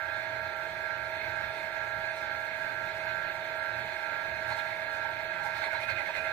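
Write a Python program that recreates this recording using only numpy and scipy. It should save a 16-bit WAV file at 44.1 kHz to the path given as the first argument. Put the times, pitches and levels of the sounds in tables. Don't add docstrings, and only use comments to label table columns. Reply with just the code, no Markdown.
import sys
import numpy as np
from scipy import signal
from scipy.fft import rfft, irfft, next_fast_len
from scipy.io import wavfile
from scipy.ndimage import uniform_filter1d, map_coordinates

SR = 44100
rng = np.random.default_rng(int(sys.argv[2]) if len(sys.argv) > 2 else 0)


def wav_record(signal):
    frames = np.transpose(np.atleast_2d(signal))
    bounded = np.clip(frames, -1, 1)
    quanta = np.round(bounded * 32767).astype(np.int16)
    wavfile.write(sys.argv[1], SR, quanta)


def gain_from_db(level_db):
    decades = np.asarray(level_db, float) / 20
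    return 10 ** decades


N = 278712
T = np.arange(N) / SR

MESH_HZ, SHAFT_HZ = 91.525, 29.8
PINION, RING = 8, 41
WHEEL_HZ = MESH_HZ / RING


def unit(x):
    return x / np.sqrt(np.mean(np.atleast_2d(x)[-1] ** 2) + 1e-20)


def wobble(rate):
    at = np.arange(0, N + 64, 64)
    knots = rng.standard_normal(int(N * rate / SR) + 4)
    return np.interp(np.arange(N), at, map_coordinates(knots, [at * rate / SR], order=2))


def turn(hz, lead):
    return np.cos(2 * np.pi * hz * T + lead)


def bumps(times, sizes, rise_s, fall_s):
    at = np.arange(0, N, 32)
    u = at[:, None] / SR - times
    shape = np.exp(-0.5 * (u / np.where(u < 0, rise_s, fall_s)) ** 2) @ sizes
    return np.interp(np.arange(N), at, shape)


def along(points, hz):
    f, *cols = np.transpose(points)
    return np.array([np.interp(np.log(hz + 1), np.log(f + 1), c) for c in cols])


def broad(points, hz):
    db, left_db = along(points, hz)
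    return gain_from_db([db + left_db, db])


# (frequency [Hz], likeness [0-1])
LIKENESS = [(60, 1), (200, 0.89), (350, 0.8), (700, 0.75), (1200, 0.65), (1700, 0.75), (2500, 0.6),
            (3500, 0.5), (5000, 0.4), (15000, 0.05)]
# (frequency [Hz], left lead [rad])
PORT_LEAD = [(500, 0.5), (1100, -2), (1700, 1.5), (2700, 1.55), (3500, 2), (4200, 0.95), (5000, 4),
             (15000, 8)]


def at_ports(gate, colour, patchy_db):
    z = signal.stft(gate * rng.standard_normal((2, N)), nperseg=512)[2]
    patches = uniform_filter1d(rng.standard_normal(z.shape[1:]), size=3, axis=0)
    patches = uniform_filter1d(patches, size=9, axis=1)
    noise = signal.istft(z * gain_from_db(patchy_db * patches / patches.std()), nperseg=512)[1]
    m = next_fast_len(N + 8192)
    hz = np.fft.rfftfreq(m, 1 / SR)
    shared, own = rfft(noise, m)
    alike = np.clip(along(LIKENESS, hz)[0], 0, 1)
    shifted = np.exp(1j * along(PORT_LEAD, hz)[0]) * shared
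    left = alike * shifted + np.sqrt(1 - alike ** 2) * own
    return unit(irfft(colour(hz) * [left, shared], m)[:, :N])


# (time [s], level [dB])
SLACK = [(0.0, -1), (1.6, -0.25), (2.1, 0), (3.1, 0), (4.4, 1), (4.55, 2.5), (4.8, 1), (5.3, -1),
         (5.42, 2.5), (5.75, 1.5), (6.32, 2.5)]


def slack_db():
    s, db = np.transpose(SLACK)
    return np.interp(T, s, db)


# (time [s], strength [dB], tilt to the treble [dB])
BLOWS = [(1.79, 1, 1), (2.18, 0.5, 4.5), (3.1, 3.5, -0.5), (4.51, 4, 0.5), (4.592, 5.5, 4.5),
         (4.94, 2, 2.5), (5.04, 1.5, 1), (5.45, 0, 4), (5.57, 3.5, 4.5), (5.65, 6, -1), (5.74, 5.5, -6.5),
         (5.831, 4.5, 4), (5.902, 8.5, -2.5), (5.992, 2.5, -5.5), (6.091, 4, -2), (6.17, 8.5, -0.5),
         (6.26, 2, -3)]
BLOW_S, BACKSWING = 0.016, 0.075


def chatter_db(grows, blow, tilt):
    s, db, tilt_db = np.transpose(BLOWS)
    size = blow * db + tilt * tilt_db
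    half_turn = PINION / MESH_HZ / 2
    sag = BACKSWING * bumps(s + half_turn, size, BLOW_S, BLOW_S)
    return grows * slack_db() + bumps(s, size, BLOW_S, BLOW_S) - sag


# (time [s], loss [dB])
SLIPS = [
    (0.22, 1),
    (0.46, 12),
    (0.93, 5),
    (1.44, 13),
    (2.12, 19),
    (3.3, 9),
    (3.72, 5),
    (4.1, -10),
    (4.95, 3),
    (5.785, 20),
]
CONTACT_DB, FIRM_S, SLIP_S, REGAIN_S = 1, 0.1, 0.0092, 0.1
PARTING_S, PARTING_DB, PARTING_WIDTH_S = 5.805, -24, 0.014


def contact():
    s, db = np.transpose(SLIPS)
    firming = 0.43 * bumps(s, db, FIRM_S, SLIP_S)
    loss = 0.73 * bumps(s + 2 * SLIP_S, db, SLIP_S, REGAIN_S)
    parting = bumps(np.array([PARTING_S]), np.array([PARTING_DB]), PARTING_WIDTH_S, PARTING_WIDTH_S)
    return CONTACT_DB + firming - loss + parting


# (time [s], level below 750 Hz [dB], level above [dB])
STUTTERS = [(4.44, 6, 0), (4.52, 6, 9.5), (4.581, -1, 7.5), (4.623, 0, -4), (4.696, -6.5, 4.5),
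            (4.94, -1, 2.5), (4.976, 2, 5), (5.055, 0.5, 8), (5.097, 4, 6), (5.157, -2, -2), (5.28, 0, -6),
            (5.41, -0.5, 7), (5.46, 1, 10.5), (5.49, 4, 8), (5.56, -6, 2.5), (5.584, -6.5, 5),
            (5.605, 2, -7), (5.632, -1, 7.5), (5.664, 2.5, -1), (5.684, 3, 8), (5.7, -5.5, -1),
            (5.733, 5, -4), (5.751, -3, 9), (5.77, 2, -1), (5.798, -2.5, 4.5), (5.829, 2.5, 0),
            (5.87, -5, -4), (5.914, 3, -4), (5.97, 1.5, -11), (6.01, -2, 3), (6.07, -4, -0.5),
            (6.1, 5, 3.5), (6.13, -7, -4), (6.171, 6.5, -3), (6.22, 3.5, -3), (6.263, 4.5, -1)]


def stutter_db(hz):
    s, low_db, mid_db = np.transpose(STUTTERS)
    return bumps(s, low_db if hz < 750 else mid_db, 0.0098, 0.0098)


# (frequency [Hz], right level [dB per Hz], left minus right [dB])
HISS = [(4200, -20, -1), (4700, 3, -1), (5200, 0, -1), (6000, 1, -2), (6500, -2, -1), (7000, 0, -5),
        (7900, -8, 0), (9000, -3, -2), (9900, -7, -1), (10600, -14, 0), (11400, -12, -4.5),
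        (12400, -6, -9.5), (14100, -3, -21), (14700, 1, -13)]
COMB_HZ, COMB_DB = 60, 3.2


def combed(hz):
    teeth = map_coordinates(rng.standard_normal(int(SR / COMB_HZ)), [hz / COMB_HZ], order=2)
    return broad(HISS, hz) * gain_from_db(COMB_DB * teeth)


HISS_DB, HISS_GROWS = -67, 0.6


def motor():
    brush = at_ports(gain_from_db(1.2 * wobble(30)), lambda hz: combed(hz) * (hz < 10500), patchy_db=2.0)
    flutter = gain_from_db(1.3 * turn(SHAFT_HZ, 0) + 0.56 * wobble(10) + 1.2 * wobble(40))
    fan = at_ports(flutter, lambda hz: combed(hz) * (hz >= 10500), patchy_db=2.5)
    hiss_db = HISS_DB + chatter_db(HISS_GROWS, blow=0.59, tilt=0.99)
    hiss = gain_from_db(hiss_db + 5.0) * brush + gain_from_db(-59.0 + 0.42 * (hiss_db + 72.5)) * fan
    line = gain_from_db([[-92], [-82]]) * turn(7009, 0.47 * wobble(30))
    return hiss + line


# (frequency [Hz], right level [dB per Hz], left minus right [dB])
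RUMBLE = [(20, -13, 5), (41, -15, -2), (58.3, -8, -7), (81, 3, -10), (109, 0, -5.5), (123, 0.5, -13.5),
          (132, -10, -5), (159, 0, -8), (198, -7.5, -5.5), (332, -10, -8.5), (448, -11, -0.5),
          (474, -24, -22), (700, -45, -11)]
# (time [s], level over the rumble [dB], feet [Hz], feet minus frame [dB])
THUMPS = [(.07, -2, 86, 8), (.18, 1, 90.5, -1), (0.35, 7, 94, -1), (.45, 0.5, 85, 6), (1.03, 2, 72, 6),
          (1.3, 6, 90.5, 5), (1.46, 3.5, 65, 3.5), (1.82, -1, 60.4, 2), (1.97, 5, 61.6, 1),
          (2.08, -3.5, 85, -8), (2.33, 2, 85, 3), (2.78, 1.5, 80, -6), (3.09, 2.5, 85, -9),
          (3.8, 9, 80.5, -3), (4.35, 3, 72, 4), (4.51, 9, 85, 0), (5.13, 1, 80, -4), (5.61, -2, 70, 6),
          (5.78, 5.5, 80, -2), (5.92, 12, 93, -3), (6.28, 3.5, 85, -2)]
THUMP_S = 0.044
RUMBLE_DB, THUMP_DB, HUM_DB = -59, -57.5, -59.5


def rumble():
    s, db, _, _ = np.transpose(THUMPS)
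    noise = at_ports(gain_from_db(0.8 * wobble(7)), lambda hz: broad(RUMBLE, hz), patchy_db=1.5)
    return gain_from_db(RUMBLE_DB + 0.28 * bumps(s, db, THUMP_S, THUMP_S) + 4.5) * noise


def thumps():
    s, db, feet_hz, feet_db = np.transpose(THUMPS)
    hum = gain_from_db(HUM_DB + 2.5 * wobble(7.1))
    struck = gain_from_db(THUMP_DB) * bumps(s, gain_from_db(db), THUMP_S, THUMP_S)
    frame = (hum + struck) * turn(117.7, 0.53 * wobble(5))
    u = np.arange(-(SR // 8), SR // 8) / SR
    swell = np.exp(-0.5 * (u / (0.92 * THUMP_S)) ** 2)
    feet = np.zeros(N + SR)
    for at, hz, level in zip(s, feet_hz, db + feet_db):
        feet[round(at * SR):][:len(u)] += gain_from_db(THUMP_DB + level) * swell * np.cos(2 * np.pi * hz * u)
    return gain_from_db([[-8], [0]]) * (frame + feet[SR // 8:][:N])


# (time [s], panel [Hz], right level [dB])
CLANKS = [(4.502, 854, -44.5), (4.49, 1602, -36), (5.198, 2110, -38.5), (5.468, 2080, -40),
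          (5.63, 1560, -33.5), (5.72, 2150, -36.5), (6.068, 2150, -34.5), (6.101, 2500, -41.5),
          (4.508, 2110, -35), (4.529, 4240, -43), (4.607, 3590, -51), (4.608, 2430, -48), (5.46, 830, -39),
          (5.633, 4310, -50), (5.661, 2140, -39), (5.737, 1488, -31.5), (5.764, 3960, -43.5),
          (5.811, 2130, -35), (5.83, 2467, -35), (5.896, 1570, -31.5), (5.896, 1806, -40),
          (5.9, 2490, -35.5), (5.911, 4250, -44), (5.97, 2470, -35), (5.98, 2150, -43.5),
          (5.996, 2010, -32.5), (6.078, 1750, -38.5), (6.106, 960, -39), (6.16, 1744, -37),
          (6.162, 2030, -33), (6.185, 2468, -35.5), (6.244, 2550, -41), (6.259, 2060, -34.5)]
# (frequency [Hz], left minus right [dB])
CLANK_SHADE = [(600, -14), (900, -9), (1550, -29), (2100, -28), (2500, -37), (3500, -18), (4200, -8)]
CLANK_S = 0.04
CLANK_WAVER, CLANK_GRAIN = 0.091, 0.28
LOOSE_HZ, LOOSE_LONGER = 2490, 0.97


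def clanks():
    out = np.zeros((2, N + SR))
    t = np.arange(SR // 3) / SR
    for s, hz, db in CLANKS:
        loose = np.exp(-((hz - LOOSE_HZ) / 45) ** 2)
        waver = np.cumsum(rng.standard_normal(len(t))) * CLANK_WAVER * (1 - 0.45 * loose)
        u = t / (0.32 * CLANK_S * (1 + LOOSE_LONGER * loose))
        start = round((s - 0.45 * CLANK_S) * SR)
        left_db = along(CLANK_SHADE, hz)[0]
        level = gain_from_db([[db + left_db], [db]]) * gain_from_db(3.0)
        ring = np.sin(2 * np.pi * hz * t + waver + np.array([[1.2], [0]]))
        out[:, start:start + len(t)] += level * u * np.exp(1 - u) * ring
    return out[:, :N] * (1 + CLANK_GRAIN * turn(MESH_HZ, 1.7 * wobble(22)))


# (frequency [Hz], width [Hz], right level [dB], left minus right [dB])
CASING = [(354, 90, -18.5, -6.5), (452.4, 40, -20, -18.5), (596, 54, -12, -25), (657, 21, -9, -11),
          (847, 48, -9, -1.5), (933, 33, -5.5, -23), (980, 23, -16, -22), (1230, 29, -18, -9),
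          (1370, 24, -5.5, -6.5), (1557, 8.5, 4.5, -23), (1620.6, 65, 4, -19), (1890, 16, -30, -19),
          (2010, 33, -15, -21), (2150, 70, -4, -11), (2310, 124, -8, -12), (2490, 47, -5.5, -11),
          (2577, 49, -11.5, -8.5), (2682, 33, -13, -11), (2880, 56, -20, -11), (2990, 41, -24.5, -15),
          (3256, 41, -18.5, -1.5), (3535, 19, -18.5, 5.5), (3650, 35, -16.5, -9), (3590, 21, -16, -3),
          (3930, 23, -17, -23), (4100, 30, -16.5, -8), (4166, 38, -16, 0.5), (4450, 45, -26, 5)]
# (frequency [Hz], right level [dB per Hz], left minus right [dB])
BED = [(420, -36.5, -1.5), (567, -25.5, 2), (726, -17.5, -16), (990, -18, -31), (1255, -19, -1),
       (1495, -13.5, -3), (1580, -8.5, -22), (2060, -9, -24), (2680, -22, -20), (2950, -25.5, -15),
       (3570, -22, -7), (3960, -24.5, -1), (4450, -26, -3.5), (5060, -43, 1.5)]


def casing(hz, lo_hz, hi_hz):
    power = broad(BED, hz) ** 2
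    for centre, width, db, left_db in CASING:
        power += gain_from_db([[db + left_db], [db]]) ** 2 / (1 + ((hz - centre) / (0.65 * width)) ** 2) ** 2
    return np.sqrt(power) * ((hz >= lo_hz) & (hz < hi_hz))


KNOCK_DB, RATTLE_DB, HIGH_DB = -47, -45.5, -55
KNOCK_GROWS, RATTLE_GROWS, HIGH_GROWS = 0.6, 0.48, 0.65


def backlash():
    knock_db = KNOCK_DB + chatter_db(KNOCK_GROWS, blow=0.79, tilt=-0.2)
    rattle_db = RATTLE_DB + chatter_db(RATTLE_GROWS, blow=0.87, tilt=-0.2)
    high_db = HIGH_DB + chatter_db(HIGH_GROWS, blow=0.88, tilt=0.41)
    bursts = gain_from_db(0.53 * turn(MESH_HZ, 0) + 0.13 * turn(MESH_HZ / PINION, 0) + 1.04 * wobble(14))
    runout = gain_from_db(2 * turn(WHEEL_HZ, -0.77))

    def part(lo_hz, hi_hz, gate):
        return at_ports(bursts * gate, lambda hz: casing(hz, lo_hz, hi_hz), patchy_db=1.23)

    drone = gain_from_db(-56.0) * part(100, 520, 1)
    low_knock = gain_from_db(0.73 * stutter_db(600)) * part(520, 750, gain_from_db(0.77 * wobble(60)))
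    mid_knock = gain_from_db(3.0 + 0.97 * stutter_db(900)) * part(750, 1150, gain_from_db(0.31 * wobble(60)))
    knock = gain_from_db(knock_db - 4.5) * (low_knock + mid_knock)
    core = gain_from_db(-40.5 + 0.37 * (rattle_db + 50.0) + 0.088 * contact()) * part(1150, 1880, runout)
    rattle = gain_from_db(rattle_db + 4) * part(1880, 2770, 1)
    high = gain_from_db(high_db + 4.5) * part(2770, 6000, 1)
    return drone + knock + core + rattle + high


# (order of the mesh rate, right level [dB], left minus right [dB], left lead [rad])
WHINE = [(4, -76.2, -4.3, -0.1), (5, -64.7, -7.4, 0.2), (6, -55.3, -8.6, 0.8), (7, -43.2, -4.7, -0.2),
         (8, -59.5, -11.4, 0), (9, -48.4, -16.4, -0.5), (10, -46.0, -13.5, 0.1), (11, -62.3, -6.4, 1.5),
         (12, -68.2, -1.5, 0.5), (13, -58.9, -12.5, 0), (14, -63.5, -11.8, 0), (15, -43.1, -14.9, -0.5),
         (16, -61.3, -27.3, 0.6), (17, -41.2, -20.2, 0.9), (18, -37.8, -16.6, 1.8), (19, -61.0, -5.9, 1.0),
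         (20, -50.1, -25.1, 1.5), (21, -57.5, -22.6, 1.0), (22, -54.5, -21.7, 1.0),
         (23, -51.3, -24.1, -1.1), (24, -55.9, -20.0, -1.1), (27, -56.9, -30.0, 1.1),
         (28, -64.1, -4.3, 1.1), (33, -70.4, -21.1, 2.4), (36, -72.7, -12.1, 2.7), (38, -66.4, -15.3, 2.4)]
# (order of the mesh rate, order of the shaft, right level [dB], left minus right [dB])
FLANKS = [(7, -2, -63, -6), (7, -1, -56, -6), (7, 1, -55.5, -4), (7, 2, -59, -6), (8, 1, -66, -7),
          (9, 2, -59.5, -9), (13, 1, -66, -12), (14, 1, -65, -19), (15, -1, -58, -7), (16, -1, -63, -17),
          (16, 1, -61, -21), (17, -1, -58, -21), (18, -2, -56, -14), (18, 2, -54, -18), (20, -1, -55, -30),
          (20, 1, -63, -26), (21, 1, -60, -27), (22, 1, -58.5, -25), (23, 1, -52.5, -11), (24, 1, -59, -15),
          (28, -1, -65, -14)]
THROB = {6: (.14, -1.7), 7: (.14, 1.9), 8: (.37, 2.8), 9: (.21, -1.4), 13: (.11, .2), 14: (.25, -1.7),
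         15: (.54, -1.1), 16: (.12, -.6), 17: (.35, -.7), 23: (.13, -2.8), 38: (.17, -.5)}
NOTCH = 0.3
FLICKER_DB, FLICKER_GROWS = 0.5, 0.4


def whine():
    rocking = 0.045 * turn(WHEEL_HZ, 0.83) + 0.035 * wobble(1.19) + 0.021 * wobble(25)
    angle = 2 * np.pi * MESH_HZ * T + rocking
    out = np.zeros((2, N))
    contact_db = contact()
    start, beat = rng.uniform(0, 2 * np.pi, (2, 64))
    flicker_db = FLICKER_DB + FLICKER_GROWS * np.maximum(slack_db(), 0)
    for order, db, left_db, lead in WHINE:
        depth, throb_lead = THROB.get(order, (0, 0))
        firm = np.exp(-((order - 18) / 2.6) ** 2)
        throb = turn(WHEEL_HZ, throb_lead) - NOTCH * turn(2 * WHEEL_HZ, 2 * throb_lead)
        size = gain_from_db(db + 0.33 * firm * contact_db + 0.74 * wobble(3.907) + 0.42 * wobble(8))
        size *= 1 + 0.88 * depth * throb
        if order < 12:
            size *= gain_from_db(flicker_db * wobble(28) + 0.56 * wobble(110) + 0.89 * stutter_db(order * MESH_HZ))
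        phase = round(order) * angle + start[round(order)]
        out += np.sqrt(2) * size * [gain_from_db(left_db) * np.cos(phase + lead), np.cos(phase)]
    for order, shaft_order, db, left_db in FLANKS:
        shaft = 2 * np.pi * SHAFT_HZ * T + beat[round(order)]
        phase = round(order) * angle + start[round(order)] + round(shaft_order) * shaft
        out += np.sqrt(2) * gain_from_db(db + 0.31 * wobble(5.04)) * gain_from_db([[left_db], [0]]) * np.cos(phase)
    return out


def scene():
    return motor() + rumble() + thumps() + clanks() + backlash() + whine()


# (frequency [Hz], step over the right port's mean level [dB])
GRAIN = [(1500, -32), (3000, -27), (4400, -17), (4900, -4), (5400, 1), (5900, -6), (6400, 0), (7100, -6),
         (8000, 6), (8700, -5), (9500, 2), (10000, 4.5), (10400, 11), (10900, 6.5), (11500, 8.5),
         (12000, -1), (12600, -3), (13200, 2), (14100, -4), (14600, -10), (15100, -9), (15350, -1)]
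FRAME, GRID = 1024, 507
STARVED, STARVED_DB = 0.1, 14
JOINT, JOINT_TOP_HZ = 0.65, 10800


def phone_grain(x, scatter_db):
    n, k = np.arange(2 * FRAME)[:, None], np.arange(FRAME)
    window = np.sin(np.pi * (n + 0.5) / (2 * FRAME))
    basis = window * np.cos(np.pi / FRAME * (n + 0.5 + FRAME / 2) * (k + 0.5)) * np.sqrt(2 / FRAME)
    blocks = np.pad(x, ((0, 0), (2 * FRAME - GRID, 3 * FRAME)))
    blocks = blocks[:, :blocks.shape[1] // FRAME * FRAME].reshape(2, -1, FRAME)
    c = np.concatenate([blocks[:, :-1], blocks[:, 1:]], axis=2) @ basis
    hz = k * SR / (2 * FRAME)
    grain_db = along(GRAIN, hz)[0]
    count, bands = c.shape[1], FRAME // 16

    mean = np.sqrt(uniform_filter1d(np.mean(c[1] ** 2, axis=0), size=24))
    scatter = np.repeat(rng.standard_normal((1, count, bands)), 16, axis=2)
    starved = np.repeat(rng.random((2, count, bands)) < STARVED, 16, axis=2)
    starved = (starved | np.roll(starved, 1, axis=1)) & (grain_db > -6.5)
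    joint = starved.any(axis=0) | np.repeat(rng.random((count, bands)) < JOINT, 16, axis=1)
    joint &= hz < JOINT_TOP_HZ

    def swap(v):
        return np.where(joint, [v[0] + v[1], v[0] - v[1]] / np.sqrt(2), v)

    step = mean * gain_from_db(grain_db + scatter_db * scatter + STARVED_DB * starved * joint) + 1e-12
    treble = (c[1] / mean)[:, FRAME // 4:FRAME // 2]
    loudness = np.mean(treble ** 2, axis=1, keepdims=True)
    step *= loudness ** 0.35 + 1e-6
    mixed = swap(c)
    rounded = swap(np.sign(mixed) * np.floor(np.abs(mixed) / step + 0.4) * step)
    frames = (rounded + gain_from_db(-48) * (c - rounded)) @ basis.T
    out = frames[:, :-1, FRAME:] + frames[:, 1:, :FRAME]
    return out.reshape(2, -1)[:, FRAME - GRID:][:, :N]


def roll_off(x):
    return signal.sosfilt(signal.butter(12, 16630, fs=SR, output="sos"), x)


def record(dry):
    kept = irfft(rfft(dry) * (np.fft.rfftfreq(N, 1 / SR) < 15550), N)
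    mix = phone_grain(kept, scatter_db=2.8)
    return roll_off(mix)


dry = scene()
out = record(dry)
wav_record(out)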